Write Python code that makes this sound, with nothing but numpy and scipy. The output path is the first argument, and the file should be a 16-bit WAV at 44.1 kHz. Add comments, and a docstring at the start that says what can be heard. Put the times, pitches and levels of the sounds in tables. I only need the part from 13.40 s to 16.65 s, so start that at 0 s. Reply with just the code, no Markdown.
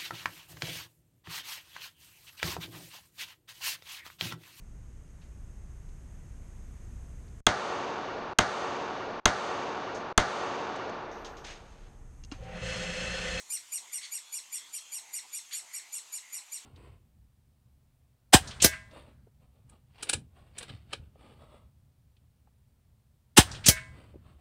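"""A woodpecker chick begs five times a second from a tree hole, heard from close by.
Each cry is a stack of harmonics that starts low, flips up a register, sags and drops;
scattered reflections from hole, trunk and trees throw it back. A nest mate chirps twice in hoarse arches.
Far birds call in narrow noise bands and thin tones, and the wood hisses softly in shaped noise."""
import sys
import numpy as np
from scipy import signal
from scipy.fft import rfft, irfft
from scipy.io import wavfile
from scipy.ndimage import uniform_filter1d

SR = 44100
rng = np.random.default_rng(int(sys.argv[2]) if len(sys.argv) > 2 else 0)


def voltage_ratio(level):
    """Linear amplitude factor for a level in decibels (scalar or array-like)."""
    return 10 ** (np.asarray(level, float) / 20)


def wav_record(signal):
    """Record a signal, one row per channel, as 16-bit PCM in the file named by sys.argv[1]."""
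    frames = np.transpose(np.atleast_2d(signal))
    bounded = np.clip(frames, -1, 1)
    # unit amplitude maps onto the largest positive 16-bit level
    quanta = np.round(bounded * 32767).astype(np.int16)
    wavfile.write(sys.argv[1], SR, quanta)


N = 143325
LEAD = 8820  # samples rendered before time zero, for sounds already under way

# hiss of the wood, relative spectrum: hz, level_db (per Hz)
AIR_SPECTRUM = [(15, -66), (25, -35), (584, -21.5), (922, -9.5), (1540, -15.5), (2240, -10), (2640, -9.5),
                (5030, -12.5), (5600, -13.5), (6410, -6.5), (7140, -6.5), (9100, -17.5), (11600, -21),
                (12900, -25.5), (15600, -30)]
AIR_DB, PATCHY_DB = -55.5, 2.12  # rms level of the hiss; rms depth of its patches
# low rumble swelling and easing: time_s, boost_db (below 700 Hz)
RUMBLE_SWELL = [(0, 3.5), (.7, 2), (1.4, 0.5), (2.4, 1.5), (3.25, 0.5)]

# low far murmurs of the wood: start_s, length_s, level_db, centre_hz
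MURMURS = [(0.403, 0.084, -62, 944), (1.55, 0.2, -65.5, 859), (1.829, 0.044, -61.5, 900),
           (2.199, 0.09, -66, 799), (2.958, .08, -65, 950)]
MURMUR_WIDTH_HZ = 310
# far hoarse birds: start_s, length_s, level_db, pitch_hz
HOARSE_CALLS = [(-.12, 0.15, -56.5, 2080), (0.441, 0.29, -58.5, 2100), (1.089, 0.19, -60.5, 2050),
                (1.63, 0.24, -60, 2100), (2.26, 0.23, -56.5, 2117), (2.803, .2, -59, 2086),
                (1.13, 0.16, -56.5, 3390), (1.301, .27, -60, 3246), (1.88, 0.21, -64, 3450),
                (0.425, 0.18, -62.5, 3440), (2.505, 0.12, -64, 3430)]
HOARSE_WIDTH_HZ = 280
# far whistling bird: start_s, length_s, level_db, first_hz, last_hz
WHISTLE_NOTES = [(.74, .3, -62, 3530, 3390), (1.03, .09, -66, 3130, 3080), (1.36, .14, -66, 2780, 2740),
                 (2.07, .05, -63, 3250, 3240), (.84, .12, -63, 3900, 4400)]

# relative strength of the reflections: delay_s, level_db
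ECHO_DECAY = [(.001, -30), (.012, 12.5), (.02, -2.5), (.03, 1), (.038, -1), (.1, -23.5), (.2, -21.5),
              (.4, -53), (.7, -69)]
# colour of the reflections: hz, gain_db
ECHO_COLOUR = [(1500, -7), (4300, -1.5), (5600, 5.5), (8800, -0.5), (10000, -4.5), (15000, -6)]
ECHO_DB = -4

# nest mate: start_s, length_s, level_db (before the harmonic levels), top_pitch_hz
MATE_CHIRPS = [(0.612, 0.044, -43.5, 1154), (2.109, .034, -41, 1161)]
# nest mate's harmonics, from the fundamental up: level_db
MATE_HARMONICS = [-24, -8.5, -8, -5.5, -33, -15, -21, -11]
CHIRP_ARCH, CHIRP_TOP = 0.39, 0.41  # pitch fall at both ends and place of the peak, as fractions
CHIRP_RASP, CHIRP_WET_DB = .36, 9.5  # rms roughness of each harmonic; extra send to the echoes

# begging cries: flip_s, low_part_s, high_part_s, level_db (before the voice's colour), high_pitch_hz
BEGGING_CRIES = [(-.072, 0.01, 0.039, -35, 2916), (0.125, 0.025, 0.04, -34.5, 2940),
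                 (0.339, 0.02, .036, -34.5, 2907), (.539, .015, 0.042, -36, 2898),
                 (.741, 0.026, 0.034, -36, 2866), (0.95, .028, 0.032, -36, 2880),
                 (1.144, 0.023, 0.035, -36.5, 2890), (1.351, .02, 0.028, -36.5, 2896),
                 (1.544, .026, .037, -37, 2880), (1.753, 0.022, 0.03, -36, 2896),
                 (1.952, 0.025, 0.032, -37, 2874), (2.158, .03, .031, -37.5, 2870),
                 (2.353, 0.02, 0.032, -37.5, 2859), (2.545, 0.021, .037, -37.5, 2866),
                 (2.751, 0.029, 0.027, -38, 2863), (2.947, 0.023, 0.034, -38.5, 2874),
                 (3.138, 0.021, 0.032, -38.5, 2886)]
# effort around the final drop: time_s (from the end of the high part), gain_db
DROP_EFFORT = [(-.02, 0), (-.004, -3), (.004, -4), (.009, -7), (.014, -15), (.022, -40)]
# harmonics at the syrinx, from the fundamental up: level_db
SYRINX_HARMONICS = [-5, 3.5, 4.5, -9.5, -6.5, -4]
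# resonances of throat, beak and hole: hz, gain_db
BEAK_COLOUR = [(1500, 5.5), (2300, -7), (2900, -14.5), (3700, -2), (4200, -8), (4700, -20.5), (5700, -12.5),
               (6400, -8.5), (7200, -2.5), (7800, -2), (8500, -7.5), (9500, 7), (10500, 3), (11500, 1),
               (12500, -10), (13300, -17), (14500, -19), (16000, -35)]
# the low pitch bottoms out about DIP_S after the opening, then climbs toward the flip
DIP_S, CLIMB, ONSET_LIFT, CLIMB_POWER = .007, .075, .07, 1.5
FLIP_S, LOW_RATIO = .0035, .797  # length of the flip; low register over high
SAG, SAG_POWER = .1, 2.223  # fraction of pitch lost over the high part; bend of that curve
DROP_S, END_HZ, END_HOLD_S, FALL_HZ_PER_S = .004, 2150, .003, 42000
LOW_DB, FLIP_DB = -1.5, 1
ATTACK_S, ATTACK_DB = .007, -15
WHISPER_DB, WHISPER_S = -20, .012  # faint lead-in
CRACK_DB = -8  # the voice cracks noisily as it opens
CLOSING_DB = -9  # each harmonic above the second loses this much more once the pitch drops
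FLUTTER_DB, WOBBLE, BREATH_DB = 2.5, .003, -17  # rms; wobble is a fraction of pitch


def evened(x):
    """Scales to unit rms."""
    return x / np.sqrt(np.mean(x ** 2) + 1e-20)


def read(points, hz):
    """Reads a spectrum table on a log frequency axis."""
    f, value = np.transpose(points)
    return np.interp(np.log(hz + 1), np.log(f + 1), value)


def add(mix, s, sound):
    """Mixes a sound in at s seconds."""
    part = mix[LEAD + round(s * SR):][:len(sound)]
    part += sound[:len(part)]


def drift(count, size):
    """Smooth random motion of unit rms; a larger size in samples moves more slowly."""
    once = uniform_filter1d(rng.standard_normal(count), size)
    return evened(uniform_filter1d(once, size))


def air():
    """The hiss of the wood: noise shaped in frequency, with drifting patches and a moving rumble."""
    frames, hz = N // 256 + 5, np.fft.rfftfreq(1024, 1 / SR)
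    real, imaginary, patches = rng.standard_normal((frames, 513, 3)).T
    patches = uniform_filter1d(patches, size=10, axis=0)  # across frequency
    patches = evened(uniform_filter1d(patches, size=16, axis=1))  # across time
    frame_s = np.arange(frames) * 256 / SR
    swell = np.outer(hz < 700, np.interp(frame_s, *np.transpose(RUMBLE_SWELL)))
    shape_db = read(AIR_SPECTRUM, hz)[:, None] + PATCHY_DB * patches + swell
    hiss = signal.istft((real + 1j * imaginary) * voltage_ratio(shape_db), nperseg=1024, noverlap=768)[1][:N]
    return voltage_ratio(AIR_DB) * evened(hiss)


def far_voice(start, length, db, hz, width_hz):
    """A swelling narrow band of noise around a pitch: a voice blurred by distance."""
    t = np.arange(0, length, 1 / SR)
    lowpass = signal.butter(2, width_hz / 2, fs=SR, output="sos")
    a, b = signal.sosfilt(lowpass, rng.standard_normal((2, 13000)))[:, :len(t)]
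    band = a * np.cos(2 * np.pi * hz * t) + b * np.sin(2 * np.pi * hz * t)
    return start, voltage_ratio(db) * np.sin(np.pi * t / length) ** .5 * evened(band)


def whistle(start, length, db, first_hz, last_hz):
    """A thin, flickering tone that settles toward its last pitch."""
    t = np.arange(0, length, 1 / SR)
    glide = last_hz + (first_hz - last_hz) * np.exp(-5 * t / length)
    hz = glide + 14 * drift(count=14000, size=400)[:len(t)]
    flicker = voltage_ratio(2.5 * drift(count=14000, size=500)[:len(t)])
    swell = np.sin(np.pi * t / length) ** .5
    return start, voltage_ratio(db) * flicker * swell * np.cos(2 * np.pi * np.cumsum(hz) / SR)


def echoes(x):
    """Sparse reflections of random sign from hole, trunk and trees, coloured and fading with delay."""
    taps = np.zeros(30000)
    at = np.arange(40, 29980, 14) + rng.integers(0, 14, 2139)  # one reflection in every 14 samples
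    strength = voltage_ratio(np.interp(at / SR, *np.transpose(ECHO_DECAY)))
    taps[at] = rng.choice([-1., 1.], len(at)) * strength
    colour = voltage_ratio(read(ECHO_COLOUR, np.fft.rfftfreq(len(taps), 1 / SR)))
    tail = irfft(rfft(taps / np.linalg.norm(taps)) * colour)
    return voltage_ratio(ECHO_DB) * signal.fftconvolve(x, tail)[:len(x)]


def chirp(start, length, db, top_hz):
    """A short arch of harmonics, rising quicker than it falls, each roughened by its own noise."""
    u = np.arange(0, length, 1 / SR) / length
    off_peak = np.where(u < CHIRP_TOP, 1 - u / CHIRP_TOP, (u - CHIRP_TOP) / (1 - CHIRP_TOP))
    phase = 2 * np.pi * np.cumsum(top_hz * (1 - CHIRP_ARCH * off_peak ** 1.7)) / SR
    voice = np.zeros(len(u))
    for k, harmonic_db in enumerate(MATE_HARMONICS, 1):
        rasp = 1 + CHIRP_RASP * drift(count=3000, size=14)[:len(u)]
        voice += voltage_ratio(harmonic_db) * rasp * np.cos(k * phase)
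    return start, voltage_ratio(db) * np.sin(np.pi * u) ** .4 * voice


def cry_pitch(t, low_s, high_s, high_hz):
    """Pitch of the syrinx in Hz, with how far it has flipped up and dropped down (0 to 1)."""
    dip = np.maximum(1 + t / max(low_s - DIP_S, .009), -.5)  # zero at the lowest point, one at the flip
    bend = np.where(dip > 0, CLIMB, ONSET_LIFT) * abs(dip) ** CLIMB_POWER
    low = high_hz * LOW_RATIO * (1 + bend)
    high = high_hz * (1 - SAG * np.clip(t / high_s, 0, 2) ** SAG_POWER)
    end = END_HZ - FALL_HZ_PER_S * np.maximum(t - high_s - DROP_S - END_HOLD_S, 0)
    up = np.clip(t / FLIP_S + .5, 0, 1)
    down = np.clip((t - high_s) / DROP_S, 0, 1)
    hz = ((1 - up) * low + up * high) * (1 - down) + down * end
    return hz * (1 + WOBBLE * drift(count=len(t), size=60)), up, down


def cry(flip, low_s, high_s, db, high_hz):
    """A begging cry: breathy syrinx harmonics, coloured by throat, beak and hole as the pitch moves."""
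    t = np.arange(5200) / SR - .045  # seconds from the flip
    hz, up, down = cry_pitch(t, low_s, high_s, high_hz)
    unopened = np.maximum(1 - (t + low_s) / ATTACK_S, 0)
    whisper = voltage_ratio(WHISPER_DB) * np.exp(-unopened * ATTACK_S / WHISPER_S)
    opening = voltage_ratio(ATTACK_DB * unopened) + whisper
    crack = voltage_ratio(CRACK_DB) * np.exp(-(2 * unopened - 1) ** 2 * 4)  # strongest halfway through the attack
    effort_db = np.interp(t - high_s, *np.transpose(DROP_EFFORT))
    register_db = LOW_DB * (1.5 - up) + FLIP_DB * np.exp(-(t / FLIP_S) ** 2)
    level = opening * voltage_ratio(db + effort_db + register_db)
    phase = 2 * np.pi * np.cumsum(hz) / SR
    tone = np.zeros(len(t))
    for k, fold_db in enumerate(SYRINX_HARMONICS, 1):
        closing_db = CLOSING_DB * max(k - 2, 0) * down
        flutter_db = FLUTTER_DB * drift(count=len(t), size=70)
        strength = voltage_ratio(fold_db + read(BEAK_COLOUR, k * hz) + closing_db + flutter_db)
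        breath = 1 + (voltage_ratio(BREATH_DB) + crack) * drift(count=len(t), size=7)
        tone += strength * breath * np.cos(k * phase + 2 * np.pi * rng.random())
    return flip + t[0], level * tone


def scene():
    """Lays the nest and its echoes over far birds, murmurs and air."""
    nest, mate, far = np.zeros((3, N + LEAD))
    for row in MURMURS:
        add(far, *far_voice(*row, MURMUR_WIDTH_HZ))
    for row in HOARSE_CALLS:
        add(far, *far_voice(*row, HOARSE_WIDTH_HZ))
    for row in WHISTLE_NOTES:
        add(far, *whistle(*row))
    for row in MATE_CHIRPS:
        add(mate, *chirp(*row))
    for row in BEGGING_CRIES:
        add(nest, *cry(*row))
    hole = nest + mate + echoes(nest + voltage_ratio(CHIRP_WET_DB) * mate)
    hole = signal.sosfilt(signal.butter(4, 1000, "high", fs=SR, output="sos"), hole)
    return ((hole + far)[LEAD:] + air())[None]


def roll_off(x):
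    """The treble ends steeply here."""
    return signal.sosfilt(signal.butter(12, 15740, fs=SR, output="sos"), x)


def record(dry):
    """Delivers the finished mix."""
    return roll_off(dry)


dry = scene()
out = record(dry)
wav_record(out)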